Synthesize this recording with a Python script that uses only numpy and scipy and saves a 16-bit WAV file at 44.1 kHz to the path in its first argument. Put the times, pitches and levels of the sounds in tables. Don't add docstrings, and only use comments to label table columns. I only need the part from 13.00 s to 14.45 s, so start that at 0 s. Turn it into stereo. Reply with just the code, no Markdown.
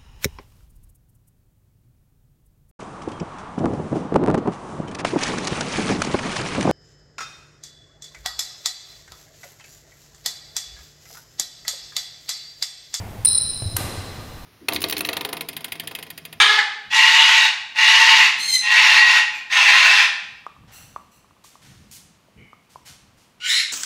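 import sys
import numpy as np
from scipy import signal
from scipy.fft import rfft, irfft
from scipy.io import wavfile
from scipy.ndimage import uniform_filter1d

SR = 44100
rng = np.random.default_rng(int(sys.argv[2]) if len(sys.argv) > 2 else 0)


def materialize(psi):
    bounded = np.clip(np.atleast_2d(psi).T, -1, 1)
    quanta = np.round(bounded * 32767).astype(np.int16)
    wavfile.write(sys.argv[1], SR, quanta)


N = 63945

# start_s, length_s, level_db
SLIPS = [(.2480, 0.0048, 1), (0.2547, 0.0072, 1)]
# pitch_hz, direct_db, hall_db
SOLE_MODES = [(4038, -27.5, -8), (5217, -32, -16), (8290, -18, -26), (10290, -35, -19)]
SOLE_PAN_DB, SOLE_HALL_PAN_DB = 11, 3


def squeak():
    top_hz, sag_hz_per_s, jitter, edge_s = 9450, 61000, 0.006, 0.0026
    judder_at_s, judder_width_s = 0.2543, 0.001
    whistle = 0
    for start_s, length_s, level_db in SLIPS:
        t = since(start_s)
        gate = np.sin(np.pi / 2 * np.clip(np.minimum(t, length_s - t) / edge_s, 0, 1)) ** 2
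        waver = uniform_filter1d(rng.standard_normal(N), size=25) * np.sqrt(25)
        pitch_hz = (top_hz - sag_hz_per_s * np.minimum(t, length_s)) * (1 + jitter * waver)
        phase = 2 * np.pi * np.cumsum(pitch_hz * (t > 0)) / SR
        whistle += amp(level_db) * gate * np.sin(phase)
    t = since(0) - judder_at_s
    judder = 1 / np.cosh(np.clip(t / judder_width_s, -20, 20))
    near = judder * sum(tone(t, hz, db) for hz, db, _ in SOLE_MODES)
    far = judder * sum(tone(t, hz, db) for hz, _, db in SOLE_MODES)
    direct = amp(-6.5) * whistle * pan(22.5) + near * pan(SOLE_PAN_DB)
    send = amp(-4) * whistle * pan(9) + far * pan(SOLE_HALL_PAN_DB)
    return direct, send


# freq_hz, gain_db
SCUFF_SPECTRUM = [(200, -27), (1000, -2.5), (2400, -6), (3300, -2), (3900, 2.5), (5000, 10), (5700, 6),
                  (6900, -12.5), (8200, 8.5), (10200, 6), (11500, 0.5), (13500, 7), (15000, -3)]


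def scuff():
    rasp = amp(-19) * colour(burst(start_s=0.2515, rise_s=0.0012, decay_s=0.004), SCUFF_SPECTRUM)
    return rasp * pan(SOLE_PAN_DB), amp(2) * rasp * pan(SOLE_HALL_PAN_DB)


# freq_hz, gain_db
CRACK_SPECTRUM = [(100, -14), (550, -13), (950, 0), (2000, -4), (3000, -9), (4300, -5), (6500, -7),
                  (9800, 2), (12500, -2), (15000, -11)]
# freq_hz, gain_db
CRACK_HALL_SPECTRUM = [(100, -6), (220, 6), (700, 1.5), (2000, -1), (3000, -1.5), (4300, -1), (6500, -6),
                       (9800, 0.5), (12500, 0.5), (15000, -8.5)]
# pitch_hz, level_db, t60_s
RACKET_MODES = [(1227, -31, 0.066), (1575, -40.5, 0.21), (2069, -33.5, .06), (2920, -33, 0.018),
                (3700, -45, 0.027), (4240, -28.5, 0.022)]


def racket(hit_s=0.7648):
    t = since(hit_s)
    crack = amp(-15.5) * colour(burst(hit_s, rise_s=0.003, decay_s=0.0032), CRACK_SPECTRUM)
    ring = sum(tone(t, hz, db) * fade(t, t60_s) for hz, db, t60_s in RACKET_MODES)
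    click = amp(6) * colour(signal.unit_impulse(N, int(hit_s * SR)), CRACK_HALL_SPECTRUM)
    return (crack + ring) * pan(11), (click + amp(-0.5) * ring) * pan(2)


# start_s, thud_db, pitch_hz, slap_db, brightness_hz
FOOTFALLS = [(.001, -18.5, 98, -40, 810), (0.188, -22.5, 103.5, -63, 600), (0.6211, -16, 118.5, -22.5, 690),
             (0.657, -12, 97.2, -39, 504), (0.744, -17, 103.2, -63, 500), (0.8063, -22, 96.5, -21.5, 630),
             (0.843, -17, 91, -38, 483), (.975, -21.5, 93.4, -62, 666), (1.178, -25, 107.6, -49, 706)]
# brightness_ratio, gain_db
SLAP_SPECTRUM = [(.15, 3), (.4, 6.5), (.7, 4.5), (1, 0), (1.7, -10.5), (4, -18), (20, -51)]
# pitch_hz, level_db
BOARD_MODES = [(330, -8), (560, 1), (750, 0)]


def feet(heel_s=0.8068):
    thuds, slaps = 0, 0
    for start_s, thud_db, pitch_hz, slap_db, brightness_hz in FOOTFALLS:
        t = since(start_s)
        thuds -= tone(t, pitch_hz, thud_db) * swell(t, rise_s=0.0043) * fade(t, t60_s=0.12)
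        spectrum = [(ratio * brightness_hz, db) for ratio, db in SLAP_SPECTRUM]
        slaps += amp(slap_db) * colour(burst(start_s, rise_s=0.0012, decay_s=0.0021), spectrum)
    t = since(heel_s)
    boards = sum(tone(t, hz, db) for hz, db in BOARD_MODES)
    knock = amp(-20) * boards * swell(t, rise_s=0.001) * fade(t, t60_s=0.02)
    send = amp(-14.5) * thuds + amp(-3.5) * slaps + amp(-1.5) * knock
    return (thuds + slaps + knock) * pan(1), send * pan(1)


# delay_s, level_db, pan_db
SQUEAK_ECHOES = [(.0185, -11, -7), (.029, -8, 2), (.037, -10, 1), (.063, -12, 1), (.098, -6.5, 3),
                 (.127, -6, 2), (.162, -14, 1), (.248, -22, 1), (.346, -25, 1)]
# freq_hz, t60_s
HALL_DECAY = [(100, 2), (400, 2.67), (1200, 2.98), (4100, 2.1), (5300, 2.5), (9300, 1.056), (14000, 0.39)]


def hall(echoes, tail_db=13.5, gap_s=0.002):
    spectrum, t, response = rfft(diffuse()), since(0), 0
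    log_centres = np.log(np.geomspace(60, 16000, 20))
    for log_centre, one_hot in zip(log_centres, np.eye(len(log_centres))):
        band = irfft(spectrum * np.interp(np.log(bins_hz() + 1), log_centres, one_hot), N)
        response += band * fade(t, t60_s=log_interp(np.exp(log_centre), HALL_DECAY))
    response *= amp(tail_db) / np.sqrt(SR) * swell(since(gap_s), rise_s=0.0094)
    for delay_s, level_db, pan_db in echoes:
        response[:, int(delay_s * SR)] += amp(level_db) * pan(pan_db)[:, 0]
    return response


# freq_hz, gain_db
ROOM_SPECTRUM = [(25, -2), (55, -2.5), (98, 3.5), (160, -5.5), (300, -13), (750, -17.5), (1500, -22),
                 (3500, -24), (8000, -30), (15000, -29)]
# freq_hz, gain_db
LINGER_SPECTRUM = [(50, 2.5), (100, 9), (200, 2.5), (450, -3), (800, 2.5), (1300, -9), (2200, -8),
                   (4000, -26), (12000, -27.5)]


def room_noise():
    linger = amp(-36) * colour(diffuse(), LINGER_SPECTRUM) * fade(since(0), t60_s=2.1)
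    return amp(-38) * colour(diffuse(), ROOM_SPECTRUM) + linger


def diffuse(corner_hz=534):
    mid, side = rfft(rng.standard_normal((2, N)))
    coherence = 0.98 / (1 + (bins_hz() / corner_hz) ** 2)
    spectra = mid * np.sqrt(1 + coherence) + side * np.sqrt(1 - coherence) * np.array([[1], [-1]])
    return irfft(spectra, N) / np.sqrt(2)


def burst(start_s, rise_s, decay_s):
    attack = np.minimum(since(start_s) / rise_s, 1)
    return rng.standard_normal(N) * attack * np.exp(-since(start_s + rise_s) / decay_s)


def colour(x, points):
    gain = amp(log_interp(bins_hz(), points))
    cepstrum = irfft(np.log(gain / np.sqrt(np.mean(gain ** 2))), N)
    cepstrum[1:] *= 2
    cepstrum[N // 2:] = 0
    return irfft(rfft(x) * np.exp(rfft(cepstrum)), N)


def log_interp(hz, points):
    freq_hz, values = np.array(points).T
    return np.interp(np.log(hz + 1), np.log(freq_hz), values)


def bins_hz():
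    return np.arange(N // 2 + 1) * SR / N


def tone(t, pitch_hz, level_db):
    return amp(level_db) * np.sin(2 * np.pi * pitch_hz * t)


def swell(t, rise_s):
    return 1 - np.exp(-t / rise_s)


def fade(t, t60_s):
    return np.exp(-np.log(1000) * t / t60_s)


def since(start_s):
    return np.maximum(np.arange(N) / SR - start_s, 0)


def amp(db):
    return 10 ** (np.asarray(db) / 20)


def pan(left_over_right_db):
    return amp(np.array([[left_over_right_db], [-left_over_right_db]]) / 2)


def scene():
    mix = room_noise()
    sources = (squeak(), SQUEAK_ECHOES), (scuff(), []), (racket(), []), (feet(), [])
    for (direct, send), echoes in sources:
        mix = mix + direct + signal.fftconvolve(send, hall(echoes), axes=1)[:, :N]
    return mix


def record(dry, cutoff_hz=15300):
    lowpass = signal.ellip(8, 0.1, 80, cutoff_hz, fs=SR, output="sos")
    return signal.sosfilt(lowpass, np.clip(dry, -1, 1))


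dry = scene()
out = record(dry)
materialize(out)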